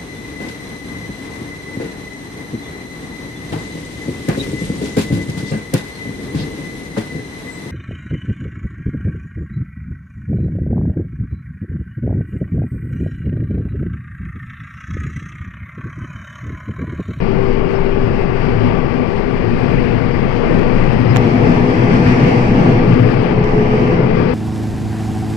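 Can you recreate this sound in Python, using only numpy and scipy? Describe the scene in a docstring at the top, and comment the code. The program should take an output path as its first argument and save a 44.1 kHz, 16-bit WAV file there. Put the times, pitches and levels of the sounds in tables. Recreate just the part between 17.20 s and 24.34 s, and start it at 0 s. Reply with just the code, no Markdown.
"""Wheels of an electric train roll through a tunnel, heard in the driver's cab as it gathers speed.
Rail roughness drives the cab's modes; flanges squeak, rail ripple drones, brief low thuds sound.
The traction motor whines and booms slowly upward, sinking under the rumble and coming back.
A finger covers the right microphone port, comes off with a pop, and slides back over it twice.
Peaks duck a limiter and clip."""
import sys
import numpy as np
from scipy import signal
from scipy.fft import rfft, irfft
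from scipy.io import wavfile

SR = 44100
rng = np.random.default_rng(int(sys.argv[2]) if len(sys.argv) > 2 else 0)


def dump(signal):
    """Clip the signal to [-1, 1] and save it as 16-bit WAV at the path in sys.argv[1]."""
    limited = np.clip(np.atleast_2d(signal).T, -1, 1)
    pcm = np.round(limited * 32767).astype(np.int16)
    wavfile.write(sys.argv[1], SR, pcm)


N = 314874
TIME, FREQS = np.arange(N) / SR, np.fft.rfftfreq(N, 1 / SR)

# rolling noise in the cab (frequency [Hz], relative density [dB])
ROLL_SPECTRUM = [(8, -45.5), (85, -45.5), (150, -42.5), (400, -42.5), (600, -50), (950, -55), (1500, -58.5),
                 (2400, -58.5), (3050, -66), (3700, -77), (5300, -78.5), (6800, -92.5), (8700, -93.5),
                 (11000, -104.5), (12800, -109), (15000, -124)]
# resonances of cab air and panels, then wheels and rail (frequency [Hz], width [Hz], lift [dB])
ROLL_MODES = [(18.4, 9.3, 16.5), (109.4, 12.1, 8.5), (131.8, 32, 10.5), (174.8, 15.3, 8.5),
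              (213.4, 17, 6.5), (248.7, 23, 9.5), (300, 8.2, -1), (347.4, 25, 4.5), (486.8, 30, 6.5),
              (824, 226, 3.5), (1164, 48, 5.5), (2050, 200, 2), (4690, 880, 6.5)]
# diffuse field at two spaced ports (frequency [Hz], left-right correlation [-])
PORT_CORRELATION = [(100, 0.82), (270, 1), (430, 0.18), (550, -0.19), (680, 0.77), (920, -0.039),
                    (1400, -0.67), (2100, 0.11), (2800, -0.053), (4000, 0.011)]
# track roughness (time [s], level [dB])
ROUGHNESS = [(0, -6), (1.9, -5), (3, -3), (4.1, 0.8), (5.15, 0.1), (6, 0), (6.35, -4.5), (7.14, -1.5)]
# sway, floor boom, panel drone, wheel roar, hiss, fizz (centre [Hz], roughness slope [dB/dB], gain [dB])
ROLL_BANDS = [(35, -0.48, -1), (125, 1.5, 1.3), (283, 0.61, 0.5), (710, 0.4, 0.89), (2200, 0.67, 1),
              (7000, 1.02, -1.5)]
# swells and dips in the rumble, and one short knock (middle [s], length [s], lift [dB], pitch [Hz])
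RUMBLE_SWELLS = [(.6, 1, -2.5, 202), (0.548, 0.31, 1.5, 805), (1.5, 1, 2, 800), (1.72, 0.57, -8, 109),
                 (1.97, 0.31, -4, 220), (2.55, 0.68, 2, 260), (2.804, 0.22, 8, 90), (3.234, .07, 4.5, 750),
                 (3.22, 0.12, -7, 160), (3.41, 0.53, 4, 550), (3.88, 1, 4.5, 115), (4.288, 0.16, 4, 430),
                 (4.12, 0.17, -2.5, 201), (4.56, 0.22, 0, 200), (4.73, 0.24, 5, 190),
                 (5.046, .12, 6.5, 200), (5.24, 0.33, -8, 110), (5.28, .3, 6.5, 35), (5.466, 0.31, 4, 190),
                 (6.052, 0.21, -5, 200), (5.473, 0.38, 1.5, 650), (5.726, 0.34, 7, 130),
                 (6.68, 0.55, 1, 450), (6.8, 1, 3.5, 130)]
# wheels scrub sideways and hiss (middle [s], length [s], lift [dB])
WHEEL_SCRUBS = [(1.28, 0.33, 3), (1.48, 0.22, 3.5), (2.54, 0.67, 2), (3.293, .5, 1.4), (4.733, 0.16, 3),
                (4.898, 0.18, 4.5), (5.074, 0.32, 3), (5.742, 0.15, 2.5), (5.913, 0.11, 2.5),
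                (6.09, 0.12, 2), (6.58, .35, 1.5), (7, 0.24, 1)]
# motor's main whine (time [s], level [dB])
MAIN_WHINE_LEVELS = [(0, -15.5), (.5, -16), (1.15, -18), (1.45, -22.5), (1.72, -23.5), (2, -16), (2.2, -21),
                     (2.45, -22), (2.7, -33), (3.1, -26), (3.7, -33), (4.15, -32), (4.42, -17.5),
                     (4.85, -36), (5.35, -34), (5.65, -20.5), (5.85, -22), (6, -19), (6.2, -20.5),
                     (7.14, -18.5)]
# its standing wave drifts over the right port (time [s], right re left [dB])
MAIN_WHINE_BALANCE = [(0, 0.5), (4.4, -5), (5.65, 1), (6.55, 5.5), (7.14, -0.5)]
# motor's upper whine (time [s], level [dB])
UPPER_WHINE_LEVELS = [(0, -24.5), (.85, -25), (1.2, -37), (2.1, -37), (2.45, -28), (3.2, -25), (3.7, -32),
                      (4.85, -29), (5.07, -19), (5.4, -27), (5.65, -17), (6.3, -24), (6.8, -18.5),
                      (7.14, -17)]
# gear mesh tone (middle [s], length [s], level [dB])
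MESH_SWELLS = [(.4, 1.2, -32), (1.65, 0.46, -28)]
# low drive order through the floor (middle [s], length [s], level [dB])
BOOM_SWELLS = [(.85, .4, -24), (1.42, .6, -16), (2.35, .6, -20), (3.88, .7, -11.5), (4.28, .4, -17),
               (5.53, .35, -18), (5.92, .8, -12.5), (6.75, .8, -19)]
# open right port (frequency [Hz], gain re left [dB])
RIGHT_PORT_RESPONSE = [(40, -3), (210, -4), (450, -3.5), (1000, -2), (2000, -5.5), (3100, -6), (4800, -5),
                       (5800, 6.5), (7500, 5), (11000, 5), (13000, -12)]
# finger on the port (lands [s], leaves [s], leak corner pressed [Hz], leak corner leaving [Hz])
FINGER_TOUCHES = [(-1, 3.963, 52, 120), (5.52, 6.235, 250, 1900), (6.69, 8, 260, 290)]
# finger presses and trembles (middle [s], length [s], lift [dB])
FINGER_NUDGES = [(.92, .25, 7), (1.42, 0.4, 8.5), (2.25, .25, 2), (2.62, .35, 6), (3.4, 1.2, 6)]
# flange grazes the rail, a wheel mode rings (start [s], frequency [Hz], level [dB], length [s])
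FLANGE_SQUEAKS = [(0.543, 5200, -41, 0.04), (1.15, 1169, -32, 0.83), (3.887, 5040, -35, 0.052)]
# rail ripple in step with a cab mode (start [s], frequency [Hz], level [dB], length [s])
CAB_DRONES = [(1.05, 246.7, -19.5, 1), (6.45, 176, -19.5, 0.86)]
# brief low thuds (time [s], gain [dB])
LOW_THUDS = [(2.769, -16), (3.381, -9), (4.274, -3.5), (4.861, -3), (5.385, -6.5), (5.463, -6.5),
             (5.565, -10.5), (5.757, -12)]
# what a thud rings with (frequency [Hz], level [dB], decay [s])
THUD_MODES = [(111.2, 0, 0.025), (169.3, -2.5, 0.037), (247.6, -0.5, 0.043), (346, -10.5, 0.014)]
# skin lets go of the port (time [s], pulse level [dB], half width [s], crackle level [dB])
SUCTION_POPS = [(3.9525, -6.5, 0.00014, -38), (3.9621, 9, 0.00009, -27), (3.9650, 1, 0.00014, -32),
                (3.9694, 5, 0.00006, -17), (6.242, -11, 0.000085, -39)]


def gain_of(db):
    """Decibels to amplitude."""
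    return 10 ** (np.asarray(db) / 20)


def unit_rms(x):
    """Scale to rms 1."""
    return x / np.sqrt(np.mean(x ** 2) + 1e-20)


def at_hz(table, hz):
    """Spectrum table, interpolated in log frequency."""
    table_hz, values = np.transpose(table)
    return np.interp(np.log(hz + 1), np.log(table_hz + 1), values)


def curve(table):
    """Time table, interpolated per sample."""
    return np.interp(TIME, *np.transpose(table))


def lowpass(hz, order=4):
    """Smooth low-pass gain over FREQS."""
    return 1 / (1 + (FREQS / hz) ** order)


def slow_noise(hz, hop=64):
    """Random motion below hz, rms 1."""
    t = TIME[::hop]
    spectrum = rfft(rng.standard_normal(len(t))) / (1 + (np.fft.rfftfreq(len(t), t[1]) / hz) ** 4)
    return np.interp(TIME, t, unit_rms(irfft(spectrum, len(t))))


def shaped_noise(response, size=N):
    """Noise with the given spectral shape, rms 1."""
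    return unit_rms(irfft(rfft(rng.standard_normal(size)) * response, size))


def swell(middle_s, length_s):
    """Raised-cosine bump, 0 to 1."""
    offset_s = TIME - middle_s
    return np.cos(np.pi * offset_s / length_s) ** 2 * (abs(offset_s) < length_s / 2)


def swell_gain(rows):
    """Swells summed in amplitude."""
    return sum(gain_of(db) * swell(middle_s, length_s) for middle_s, length_s, db in rows)


def swell_db(rows):
    """Swells summed in dB."""
    return sum(db * swell(middle_s, length_s) for middle_s, length_s, db in rows)


def ring(age_s, hz, db, decay_s):
    """One struck mode."""
    return gain_of(db) * np.exp(-age_s / decay_s) * np.sin(2 * np.pi * hz * age_s)


def reflections_db(width_hz=18, depth_db=1.0):
    """Crowded cab reflections leave narrow random peaks and dips."""
    lags_s = np.fft.rfftfreq(len(FREQS), SR / N)
    return depth_db * shaped_noise(np.exp(-(lags_s * width_hz) ** 2), len(FREQS))


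def band_gains_db(spread_octaves=0.93):
    """Rolling bands follow roughness, swells and scrubs; all but the sway flutter."""
    centre_hz, slope, base_db = np.transpose(ROLL_BANDS)[:, :, None]
    gains_db = base_db + slope * curve(ROUGHNESS)
    for middle_s, length_s, db, hz in RUMBLE_SWELLS:
        nearness = np.exp(-(np.log2(centre_hz / hz) / spread_octaves) ** 2)
        gains_db += db * nearness * swell(middle_s, length_s)
    jolt_db = 0.77 * slow_noise(hz=7)  # bogie shakes floor and panels together
    hiss_db = 0.35 * slow_noise(hz=20) + swell_db(WHEEL_SCRUBS)
    roar_db = 0.5 * slow_noise(hz=22)
    fizz_db = hiss_db + 1.2 * slow_noise(hz=8.3)
    return gains_db + np.array([np.zeros(N), jolt_db, jolt_db, roar_db, hiss_db, fizz_db])


def rolling(base_db=-10):
    """Rail roughness drives the resonances; the two ports hear a partly correlated field."""
    left, independent = rfft(rng.standard_normal((2, N)))
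    correlation = np.clip(at_hz(PORT_CORRELATION, FREQS), -1, 1)
    right = correlation * left + np.sqrt(1 - correlation ** 2) * independent
    lift_db = sum(db / (1 + (2 * (FREQS - hz) / width_hz) ** 2) for hz, width_hz, db in ROLL_MODES)
    lift_db += reflections_db() * (1 - lowpass(500))
    field = np.array([left, right]) * gain_of(at_hz(ROLL_SPECTRUM, FREQS) + lift_db)
    field *= 1 - lowpass(5)
    field *= gain_of(base_db) / irfft(field[0], N).std()
    splits = [lowpass(87), lowpass(140, order=8), lowpass(350, order=6), lowpass(1200), lowpass(4500)]
    bands = np.diff(splits, axis=0, prepend=0, append=1)
    return sum(irfft(field * band, N) * gain_of(db) for band, db in zip(bands, band_gains_db()))


def contact_wander(x, depth_db=0.9, patch_hz=180, patch_s=0.13, above_hz=650):
    """The contact point wanders across the tread; high wheel resonances come and go."""
    hz, t, frames = signal.stft(x, SR, nperseg=1024, noverlap=768)
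    patches = rng.standard_normal((len(t), len(hz))).T
    for axis, width in enumerate([patch_hz / hz[1], patch_s / t[1]]):
        window = np.expand_dims(np.hanning(round(2 * width) + 3), 1 - axis)
        patches = signal.fftconvolve(patches, window, "same")
    highpass = (hz ** 4 / (hz ** 4 + above_hz ** 4))[:, None]
    frames *= gain_of(depth_db * highpass * unit_rms(patches))
    return signal.istft(frames, SR, nperseg=1024, noverlap=768)[1][:, :N]


def motor(start_hz=387.4, climb_hz_per_s=7.75, ease_s=11.5, waver_hz=0.5, flutter_db=2.4):
    """Whines, boom and gear mesh, locked to a shaft that speeds up ever more slowly."""
    def flutter(hz):
        return gain_of(flutter_db * slow_noise(hz))

    upper_ratio, boom_ratio, mesh_ratio = 1.162, 0.275, 2.818
    main_hz = start_hz + climb_hz_per_s * ease_s * (1 - np.exp(-TIME / ease_s))
    phase = 2 * np.pi * np.cumsum(main_hz + waver_hz * slow_noise(hz=6.3)) / SR
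    balance = gain_of([np.zeros(N), curve(MAIN_WHINE_BALANCE)])
    main = gain_of(curve(MAIN_WHINE_LEVELS)) * flutter(hz=15) * balance * np.sin(phase)
    lag_rad = np.array([[0], [1.1]])  # later at the right port
    upper = gain_of(curve(UPPER_WHINE_LEVELS)) * flutter(hz=14) * np.sin(upper_ratio * phase - lag_rad)
    overtone = gain_of(-39) * flutter(hz=8) * np.sin(2 * upper_ratio * phase)
    boom = swell_gain(BOOM_SWELLS) * flutter(hz=6.3) * np.sin(boom_ratio * phase)
    mesh = swell_gain(MESH_SWELLS) * np.sin(mesh_ratio * phase)
    return main + upper + overtone + boom + mesh


def leak_corner_hz(t, open_hz=15000, shut_s=0.12, loosen_s=0.22, leave_s=0.011):
    """Corner of the gap under the finger, which slides on, eases, then snaps off."""
    octaves = np.zeros(len(t))
    for lands_s, leaves_s, pressed_hz, leaving_hz in FINGER_TOUCHES:
        shut = 1 - np.exp(-(np.maximum(t - lands_s, 0) / shut_s) ** 2)
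        loose = np.clip(1 + (t - leaves_s) / loosen_s, 0, 1)
        contact = np.clip(0.5 + (leaves_s - t) / leave_s, 0, 1)
        depth_octaves = np.log2(pressed_hz / open_hz) + loose * np.log2(leaving_hz / pressed_hz)
        octaves += shut * contact * depth_octaves
    return open_hz * 2 ** octaves


def right_port(x, port_hz=2500, casing_db=-42):
    """Port colour and two low-pass poles that fall as the gap shuts; a trace passes the casing."""
    padded = np.pad(x, (0, 1024), "reflect")
    hz, t, frames = signal.stft(padded, SR, nperseg=512, noverlap=384, boundary="even")
    hz, corner_hz = hz[:, None], leak_corner_hz(t)
    leak = 1 / (1 + 1j * hz / corner_hz) / (1 + 1j * hz / (port_hz + 2 * corner_hz))
    frames *= gain_of(at_hz(RIGHT_PORT_RESPONSE, hz)) * (leak - gain_of(casing_db))
    return signal.istft(frames, SR, nperseg=512, noverlap=384)[1][:N]


def hand_rumble(base_db=-23, seal_hz=90):
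    """The hand passes the cab's shaking into the sealed port."""
    seal = 1 / (1 + (leak_corner_hz(TIME) / seal_hz) ** 2)
    shaking = shaped_noise(lowpass(45, order=2) * lowpass(400) * (1 - lowpass(16)))
    return gain_of(base_db + swell_db(FINGER_NUDGES)) * seal * shaking


def driven_modes(rows, waver_depth, waver_rate):
    """Single modes sing unsteadily; waver depth and rate are fractions of the mode's frequency."""
    out = np.zeros(N)
    for start_s, hz, db, length_s in rows:
        on = (TIME > start_s) & (TIME < start_s + length_s)
        pitch_hz = hz * (1 + waver_depth * slow_noise(hz * waver_rate)[on])
        envelope = gain_of(db) * np.sin(np.pi * (TIME[on] - start_s) / length_s)
        out[on] += envelope * np.sin(2 * np.pi * np.cumsum(pitch_hz) / SR)
    return out


def low_thuds(rise_s=0.0044):
    """Brief low thuds push the rumble toward clipping."""
    age_s = TIME[:SR // 2]
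    thud = (1 - np.exp(-age_s / rise_s)) * sum(ring(age_s, *mode) for mode in THUD_MODES)
    out = np.zeros(N)
    for time_s, db in LOW_THUDS:
        out[round(time_s * SR):][:len(thud)] += gain_of(db) * thud
    return out


def finger_pops(crackle_hz=6000, crackle_q=3, crackle_s=0.0009):
    """Peeling skin pops and crackles; the air pocket under it rings and the casing thumps."""
    resonance = 1 / (1 + 1j * crackle_q * (FREQS / crackle_hz - crackle_hz / (FREQS + 1)))
    crackle = shaped_noise(lowpass(12000, order=6) * resonance)
    out = np.zeros(N)
    for time_s, db, width_s, crackle_db in SUCTION_POPS:
        age_s = np.maximum(TIME - time_s, 0)
        suction = -np.exp(-((TIME - time_s) / width_s) ** 2)
        pocket = ring(age_s, hz=800, db=-22, decay_s=0.00089)
        casing = ring(age_s, hz=360, db=-21, decay_s=0.007)
        out += gain_of(db) * (suction + pocket + casing)
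        out += gain_of(crackle_db) * crackle * np.exp(-abs(TIME - time_s) / crackle_s)
    return out


def scene():
    """The cab at the open left port and at the right port under the finger."""
    wheels = contact_wander(rolling())
    squeaks = driven_modes(FLANGE_SQUEAKS, waver_depth=0.0158, waver_rate=0.032)
    drones = driven_modes(CAB_DRONES, waver_depth=0.0087, waver_rate=0.046)
    left, right = wheels + motor() + squeaks + drones + low_thuds()
    return np.array([left, right_port(right) + hand_rumble() + finger_pops()])


def record(dry, limit_db=4.5, recover_db_per_s=2.5, cutoff_hz=15800):
    """Per-channel limiter with slow recovery, clipping at full scale, band limit."""
    over_db = np.maximum(20 * np.log10(abs(dry) + 1e-9) - limit_db, 0)
    recovery_db = TIME * recover_db_per_s
    duck_db = np.maximum.accumulate(over_db + recovery_db, axis=1) - recovery_db
    clipped = np.clip(dry / gain_of(duck_db), -1, 1)
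    end_fades = signal.windows.tukey(N, 0.001)
    band_limit = signal.ellip(8, 0.05, 60, cutoff_hz, fs=SR, output="sos")
    return signal.sosfiltfilt(band_limit, clipped * end_fades)


dry = scene()
out = record(dry)
dump(out)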